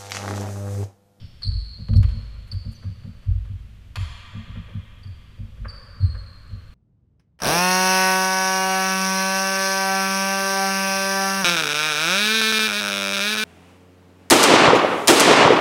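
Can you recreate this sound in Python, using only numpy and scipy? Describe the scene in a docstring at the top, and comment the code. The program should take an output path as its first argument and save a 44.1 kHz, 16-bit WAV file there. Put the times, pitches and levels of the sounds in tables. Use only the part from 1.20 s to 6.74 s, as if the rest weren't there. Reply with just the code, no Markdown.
"""Running steps and squeaking rubber, a few metres from one microphone in a big, bare sports hall.
A badminton player lunges to a net shot, walks, serves and walks back to about ten metres off.
His steps send bending waves through the court floor; his soles slap, stick and slip, and the racket
cracks twice on the shuttlecock. Two hollow knocks come from further off, and the hall rings on for
seconds over a low rumble."""
import sys
import numpy as np
from scipy import signal
from scipy.fft import rfft, irfft
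from scipy.io import wavfile
from scipy.ndimage import uniform_filter1d

SR = 44100
rng = np.random.default_rng(int(sys.argv[2]) if len(sys.argv) > 2 else 0)


def wrap_up_sound(samples):
    """Save the sound to the file named by the first command line argument, as 16-bit audio."""
    columns = np.atleast_2d(samples).T
    # keep every value between -1 and 1, then stretch to whole-number steps
    tamed = np.clip(columns, -1, 1)
    steps = np.round(tamed * 32767).astype(np.int16)
    wavfile.write(sys.argv[1], SR, steps)


N = 244314

# steps, with the roll until the weight lands and the relative strength of each part:
# touch_s, roll_s, thump_db, heave_db, knock_db, slap_db
STEPS = [(0.0, 0, -34, -45, -44, -74), (.213, .025, -19.5, -17, -38.5, -54),
         (.305, 0, -22, -17.5, -45, -63), (.58, 0, -32.5, -39, -34.5, -74), (.683, 0, -13, -14, -20.5, -45),
         (.7324, .003, -5.5, -11, -21.5, -44.5), (.808, 0, -17, -15, -35, -70),
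         (.882, .047, -27.5, -22, -36, -54.5), (1.314, 0, -22, -25.5, -38, -61),
         (1.44, 0, -29, -28.5, -32.5, -74), (1.622, .013, -22.5, -34, -33, -53),
         (1.83, 0, -30, -43, -33.5, -60), (2.025, .028, -15.5, -14, -42.5, -62),
         (2.115, 0, -22, -25, -55, -75), (2.245, .035, -26, -28, -41, -59),
         (2.76, 0, -19.5, -24, -40.5, -66), (3.128, .005, -28, -39, -31.5, -67),
         (3.268, 0, -31.5, -30, -38, -70), (3.348, 0, -30, -30, -30, -53),
         (3.478, .051, -24.5, -32, -29.5, -55), (3.839, 0, -27.5, -47, -44, -66),
         (4.17, .005, -28.5, -27, -36.5, -74), (4.368, .008, -33, -23.5, -42, -64),
         (4.425, 0, -32, -35, -45, -74), (4.794, 0, -11.5, -22.5, -35.5, -70),
         (4.915, 0, -34.5, -26, -48, -64), (5.295, .005, -28.5, -29, -40, -65)]
# the player's distance from the microphone: time_s, distance_m
PLAYER_DISTANCE = [(0, 4.6), (.7, 3.8), (3.4, 3.4), (4.45, 6.73), (5.5, 10.6)]
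# upper floor modes under a heel: pitch_hz, level_db
HEEL_MODES = [(135, 0), (171, 1.5), (222, 0), (270, -14)]
# long, low ring of floor and hall: pitch_hz, level_db, t60_s
LOW_MODES = [(36, -10, 1.4), (51.4, 1.5, 1.7), (78.4, 1, 1.07), (96.8, -7.5, 1.2), (108.6, -4, 1.3),
             (117.5, -2.5, 1.3), (170, 0, 0.72), (222.4, 4, 0.95), (273, -1.5, .6)]
# a sole's soft pat: frequency_hz, level_db
PAT_SPECTRUM = [(150, -27), (300, -6.5), (430, -3), (550, 3), (720, -15), (1000, -15), (3000, -57)]
# its flat slap: frequency_hz, level_db
SLAP_SPECTRUM = [(250, -33.5), (700, -10.5), (950, -10.5), (1150, 1), (1350, -4), (1680, -2.5),
                 (1880, -8.5), (2400, -14), (3000, -24), (6000, -53)]
# its gritty edge: frequency_hz, level_db
GRIT_SPECTRUM = [(400, -28.5), (1400, -3.5), (2300, -7), (3200, 0.5), (4500, -10), (6000, -18),
                 (10000, -20.5), (15000, -35)]
# grit relative to the slap as he crosses the court: time_s, level_db
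GRIT_BALANCE = [(.2, 1), (.7, -4), (.9, 3), (1.4, 1), (1.65, -12), (2.1, 0), (3.2, -18), (3.9, -6),
                (5.3, 1)]
# slips of rubber on the mat: start_s, length_s, pitch_hz, level_db
SLIPS = [(.221, .006, 4200, -34), (.230, .012, 4430, -25), (.242, .023, 4230, -28),
         (.265, .019, 4490, -30.5), (.754, .019, 4300, -36), (.764, .011, 5250, -49),
         (1.314, .0135, 4450, -30.5), (1.545, .028, 5960, -57), (3.831, .012, 4480, -48.5),
         (3.868, .014, 4560, -55.5), (4.48, .026, 4590, -39), (4.800, .036, 4280, -46.5),
         (4.843, .026, 4200, -46.5)]
# a sole letting go: start_s, level_db
CHIRPS = [(.281, -58), (.771, -56), (1.320, -60), (4.503, -59), (5.274, -66)]
# a sole dragged over the mat: start_s, length_s, level_db
SCUFFS = [(.752, .034, -54.5), (1.268, .034, -63.5), (1.318, .034, -62), (1.508, .04, -58.5)]
# its thin, bright rasp: frequency_hz, level_db
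SCUFF_SPECTRUM = [(500, -12), (1300, 3), (2100, -6), (3100, 0), (6000, -9), (7200, -3), (8000, -9),
                  (8800, 0), (9600, -9), (10800, -1), (12000, -10), (13200, -3), (15000, -22)]
# racket on shuttlecock, the last two rows heard as one crack: start_s, level_db, fall_s, send_db
STROKES = [(0.8297, -36, .0058, -3.5), (2.757, -30, 0.0036, 5.5), (2.7598, -29, 0.0032, 0.5)]
# strings, frame and cork: frequency_hz, level_db
RACKET_SPECTRUM = [(200, -20.5), (560, -6), (880, -8), (1140, 2.5), (1330, -3), (1700, -5), (2200, -2.5),
                   (2560, -4.5), (3300, -2.5), (3800, -11), (4350, -6), (5800, -19), (7100, -14.5),
                   (8300, -25), (10000, -19), (14500, -31)]
# ping of the strings: pitch_hz, level_db, t60_s
STRING_MODES = [(1420, -3, .07), (2560, -2, .09), (4420, -3, .06)]
# hollow knocks across the hall: start_s, rise_s, fall_s, level_db
FAR_KNOCKS = [(4.444, .013, .008, -35.5), (4.937, .018, .015, -45.5)]
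# their colour: frequency_hz, level_db
FAR_KNOCK_SPECTRUM = [(200, -24), (420, -9), (540, 3), (720, -14), (980, -8), (1160, 3.5), (1370, -3),
                      (1700, -1), (1950, -11), (2400, -13), (3000, -25), (6000, -53)]
# decay of the hall: frequency_hz, t60_s
HALL_DECAY = [(200, 0.1), (500, 2.5), (1300, 4), (3300, 4.5), (4500, 2), (6500, 1.9), (9200, 1.42),
              (15000, 0.2)]
# first reflections off floor and walls: lag_s, level_db
REFLECTIONS = [(.0032, -20), (.0098, -9.5), (0.055, -17), (.096, -29)]
# the rally so far, still hanging in the hall: frequency_hz, level_db
RALLY_SPECTRUM = [(300, -19), (550, 1), (800, -9), (1300, -9), (2400, -11.5), (3300, 7.5), (3900, -6),
                  (4600, 6), (5000, -4), (5350, 7.5), (5900, -21.5), (10000, -30)]
# rumble and hiss of the hall: frequency_hz, level_db
ROOM_TONE_SPECTRUM = [(20, 0.5), (50, -1.5), (100, 0), (150, -10.5), (225, -15.5), (310, -27.5), (550, -31),
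                      (800, -36), (1300, -34), (3000, -32), (5500, -43.5), (10000, -49), (15000, -53)]


def footfalls(side_db=-10, sag_hz=29, sag_db=-11, heave_hz=50, heave_trim_db=-5, knock_trim_db=-6):
    """Each step thumps, heaves and knocks the court floor, whose low modes ring on."""
    out, t = np.zeros(N), seconds(.3)
    for touch, roll, thump_db, heave_db, knock_db, _ in STEPS:
        # a step with less heel in it is lower and swells more slowly
        softness_db = np.clip(thump_db - knock_db, 0, 30)
        hz, swell_s = 101 - .35 * softness_db, .038 + .0004 * softness_db
        thump = bending_wave(t, hz, swell_s)
        # neighbouring plate modes beat against the main one
        sides = bending_wave(t, hz * 1.267, swell_s * .89) + bending_wave(t, hz * .82, swell_s * 1.63)
        thump += undb(side_db) * sides
        knock = np.zeros(len(t))
        for mode_hz, db in HEEL_MODES:
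            detuned_hz = mode_hz * (1 + .016 * rng.standard_normal())
            heel_swell_s = swell_s * .69 * rng.uniform(.5, 1.95)
            knock += undb(db) * bending_wave(t, detuned_hz, heel_swell_s, glide=.018)
        # the body's weight moves the lowest modes
        heave = bending_wave(t, heave_hz, swell_s * 1.23, glide=.028)
        heave += undb(sag_db) * bending_wave(t, sag_hz, swell_s * 1.23)
        step = undb(thump_db) * thump + undb(heave_db + heave_trim_db) * heave
        add(out, touch + roll, step + undb(knock_db + knock_trim_db) * knock)
    return out + floor_ring(out)


def bending_wave(t, hz, swell_s, glide=.05):
    """A wave packet in the floor swells, passes and sinks in pitch, since short waves travel faster."""
    age = t / swell_s
    cycles = np.cumsum(hz * (1 + glide * np.clip(1 - age, -1, 1))) / SR + rng.random()
    return age ** 2 * np.exp(1 - age ** 2) * np.sin(2 * np.pi * cycles)


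def floor_ring(steps, coupling=6.325):
    """The steps drive the low modes of floor and hall, each a narrow cluster that dies slowly."""
    t, ring = seconds(2), 0
    for hz, db, t60 in LOW_MODES:
        b, a = signal.iirpeak(hz, Q=8, fs=SR)
        cluster = signal.lfilter(b, a, signal.lfilter(b, a, rng.standard_normal(N)))
        ring += undb(db - 60 * t / t60) * unit(cluster[-len(t):])
    return coupling * signal.fftconvolve(steps, ring)[:N] / SR


def soles(rise_s=.007, fall_s=.03, stamp_db=-30, halving_db=4.5, pat_db=-21):
    """A sole rolls onto the mat with a pat, a slap and some grit; a stamped heel shortens the contact."""
    out, t = np.zeros((2, N)), seconds(.2)
    for touch, _, _, _, knock_db, slap_db in STEPS:
        shorten = .5 ** (max(knock_db - stamp_db, 0) / halving_db)
        force = press(t, rise_s * shorten, fall_s * shorten)
        cushion = press(t, rise_s, fall_s * np.sqrt(shorten))  # heel foam gives more slowly
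        grit_db = slap_db + np.interp(touch, *np.transpose(GRIT_BALANCE))
        sound = undb(knock_db + pat_db) * contact(cushion, PAT_SPECTRUM)
        sound += undb(slap_db) * contact(force, SLAP_SPECTRUM)
        sound += undb(grit_db) * contact(force, GRIT_SPECTRUM)
        add(out[0], touch, sound)
        add(out[1], touch, sound * hall_send(touch, unity_m=6.83))
    return out


def squeaks(regrip_s=.015, settle_s=.0033, sag=.025, rasp=.13, loud_db=-30):
    """Rubber sticks and slips: a rough whistle that settles in pitch as the sole grips."""
    out, last_end = np.zeros((2, N)), 0
    for start, length, pitch_hz, db in SLIPS:
        t = seconds(length)
        sharp = .125 * (start - last_end > regrip_s)  # only a fresh slip starts sharp
        jitter = .018 * .5 ** ((loud_db - db) / 22)  # gentle slips waver less
        # uneven grip shakes both pitch and strength
        uneven = uniform_filter1d(rng.standard_normal((2, 4096)), size=36)
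        waver, grip = unit(uniform_filter1d(uneven, size=36))[:, :len(t)]
        bend = sharp * np.exp(-t / settle_s) + sag * (.5 - t / length)
        hz = pitch_hz * (1 + bend + jitter * (waver - waver.mean()))
        phase = 2 * np.pi * np.cumsum(hz) / SR
        octave_db = -58 + .6 * (db - loud_db)  # overtones grow more slowly: loud squeaks are purer
        partials_db = [db, octave_db, octave_db - 15]
        tone = sum(undb(level) * np.sin(k * phase) for k, level in enumerate(partials_db, 1))
        tone *= (1 + rasp * grip) * signal.windows.tukey(len(t), .5)
        add(out[0], start, tone)
        add(out[1], start, tone * hall_send(start, unity_m=5.3, power=1.45))
        last_end = start + length
    return out


def racket(rebound_s=.0093, rebound_db=-4, dull_hz=3200, strings_db=-11):
    """The cork cracks on the pinging strings, and the floor throws back a duller crack."""
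    out, t = np.zeros((2, N)), seconds(.16)
    for start, db, fall_s, send_db in STROKES:
        crack = undb(db) * contact(np.exp(-t / fall_s), RACKET_SPECTRUM)
        rebound = undb(db + rebound_db) * contact(np.exp(-t / (2 * fall_s)), RACKET_SPECTRUM)
        ping = np.zeros(len(t))
        for hz, mode_db, t60 in STRING_MODES:
            detuned_hz = hz * (1 + .01 * rng.standard_normal())
            ping += undb(mode_db - 60 * t / t60) * np.sin(2 * np.pi * detuned_hz * t)
        add(out[0], start, crack + undb(db + strings_db) * ping)
        add(out[0], start + rebound_s, signal.lfilter(*signal.butter(2, dull_hz, fs=SR), rebound))
        add(out[1], start, crack * undb(send_db))
    return out


def scuffs(send_db=-5):
    """Rubber grazes the mat in a short rasp that swells and fades."""
    out, t = np.zeros(N), seconds(.1)
    for start, length, db in SCUFFS:
        force = np.sin(np.pi * np.minimum(t / length, 1))
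        add(out, start, undb(db) * contact(force, SCUFF_SPECTRUM))
    return np.array([out, out * undb(send_db)])


def chirps(length_s=.009, from_hz=9100, to_hz=6900, send_db=-4):
    """The rubber snaps free with a faint falling chirp."""
    out, progress = np.zeros(N), seconds(length_s) / length_s
    hz = from_hz + (to_hz - from_hz) * progress
    chirp = np.sin(2 * np.pi * np.cumsum(hz) / SR) * np.sin(np.pi * progress)
    for start, db in CHIRPS:
        add(out, start, undb(db) * chirp)
    return np.array([out, out * undb(send_db)])


def far_knocks(send_db=-1.5):
    """Soft, hollow knocks reach the microphone from across the hall."""
    out, t = np.zeros(N), seconds(.2)
    for start, rise_s, fall_s, db in FAR_KNOCKS:
        add(out, start, undb(db) * contact(press(t, rise_s, fall_s), FAR_KNOCK_SPECTRUM))
    return np.array([out, out * undb(send_db)])


def hall(send, wet_gain=2.825, build_s=.013):
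    """Floor and bare walls return a few reflections, then a dense tail whose top the air absorbs."""
    hz, t, cells = signal.stft(rng.standard_normal(3 * SR), SR, nperseg=512)
    decay = undb(-60 * t / at_hz(HALL_DECAY, hz)[:, None])
    tail = signal.istft(cells * decay, SR)[1]
    build = 1 - np.exp(-np.arange(len(tail)) / SR / build_s)
    tail *= build * wet_gain / np.sqrt(SR)
    for lag, db in REFLECTIONS:
        tail[int(lag * SR)] += undb(db)
    return signal.fftconvolve(send, tail)[:N]


def hall_send(start, unity_m, power=1):
    """The further the player is from the microphone, the more of his sound comes by way of the hall."""
    return (np.interp(start, *np.transpose(PLAYER_DISTANCE)) / unity_m) ** power


def room_tone(air_db=-44.5, rally_db=-54, rally_t60_s=1.33):
    """Steady low rumble and faint hiss, with the ring of the rally so far dying away."""
    air = unit(colour(rng.standard_normal(N), ROOM_TONE_SPECTRUM))
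    rally = unit(colour(rng.standard_normal(N), RALLY_SPECTRUM))
    return undb(air_db) * air + undb(rally_db - 60 * np.arange(N) / SR / rally_t60_s) * rally


def contact(force, spectrum):
    """Many tiny impacts ring a body; their strength follows the force."""
    patter = force * rng.standard_normal(len(force))
    for _ in range(8):  # flatten the patter's spectrum, so that the body alone gives the colour
        flat = irfft(np.exp(1j * np.angle(rfft(patter))), len(force))
        local_rms = np.sqrt(np.abs(uniform_filter1d(flat ** 2, size=32)) + 1e-18)
        patter = force * flat / local_rms
    return unit(colour(patter, spectrum)) * np.sqrt(np.mean(force ** 2))


def press(t, rise_s, fall_s):
    """Force of a contact: a straight rise, then a decay."""
    return np.minimum(t / rise_s, 1) * np.exp(-np.maximum(t - rise_s, 0) / fall_s)


def colour(x, spectrum, size=4096):
    """Ring a body with the given spectrum: a causal, minimum-phase response."""
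    hz = np.arange(size // 2 + 1) * SR / size
    cepstrum = irfft(np.log(undb(at_hz(spectrum, hz))))
    cepstrum[1:size // 2] *= 2
    cepstrum[size // 2 + 1:] = 0
    return signal.fftconvolve(x, irfft(np.exp(rfft(cepstrum))))[:len(x)]


def at_hz(points, hz):
    """Read (frequency_hz, value) points on a log-frequency axis."""
    point_hz, value = np.transpose(points)
    return np.interp(np.log(np.maximum(hz, 1)), np.log(point_hz), value)


def undb(db):
    """Decibels to gain."""
    return 10 ** (np.asarray(db) / 20)


def unit(x):
    """Scale to rms 1."""
    return x / np.sqrt(np.mean(x ** 2))


def seconds(length):
    """A time axis."""
    return np.arange(int(length * SR)) / SR


def add(track, start, sound):
    """Mix a sound into a track at a time in seconds."""
    i = max(int(start * SR), 0)
    track[i:i + len(sound)] += sound[:N - i]


def scene():
    """Floor thumps, airborne sounds (each a direct path and a hall send) and room tone, in mono."""
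    direct, send = soles() + far_knocks() + racket() + squeaks() + chirps() + scuffs()
    return (footfalls() + direct + hall(send) + room_tone())[None]


def record(dry, top_hz=15300):
    """The microphone chain cuts the top of the treble steeply."""
    return signal.sosfilt(signal.ellip(10, .1, 80, top_hz, fs=SR, output="sos"), dry)


dry = scene()
out = record(dry)
wrap_up_sound(out)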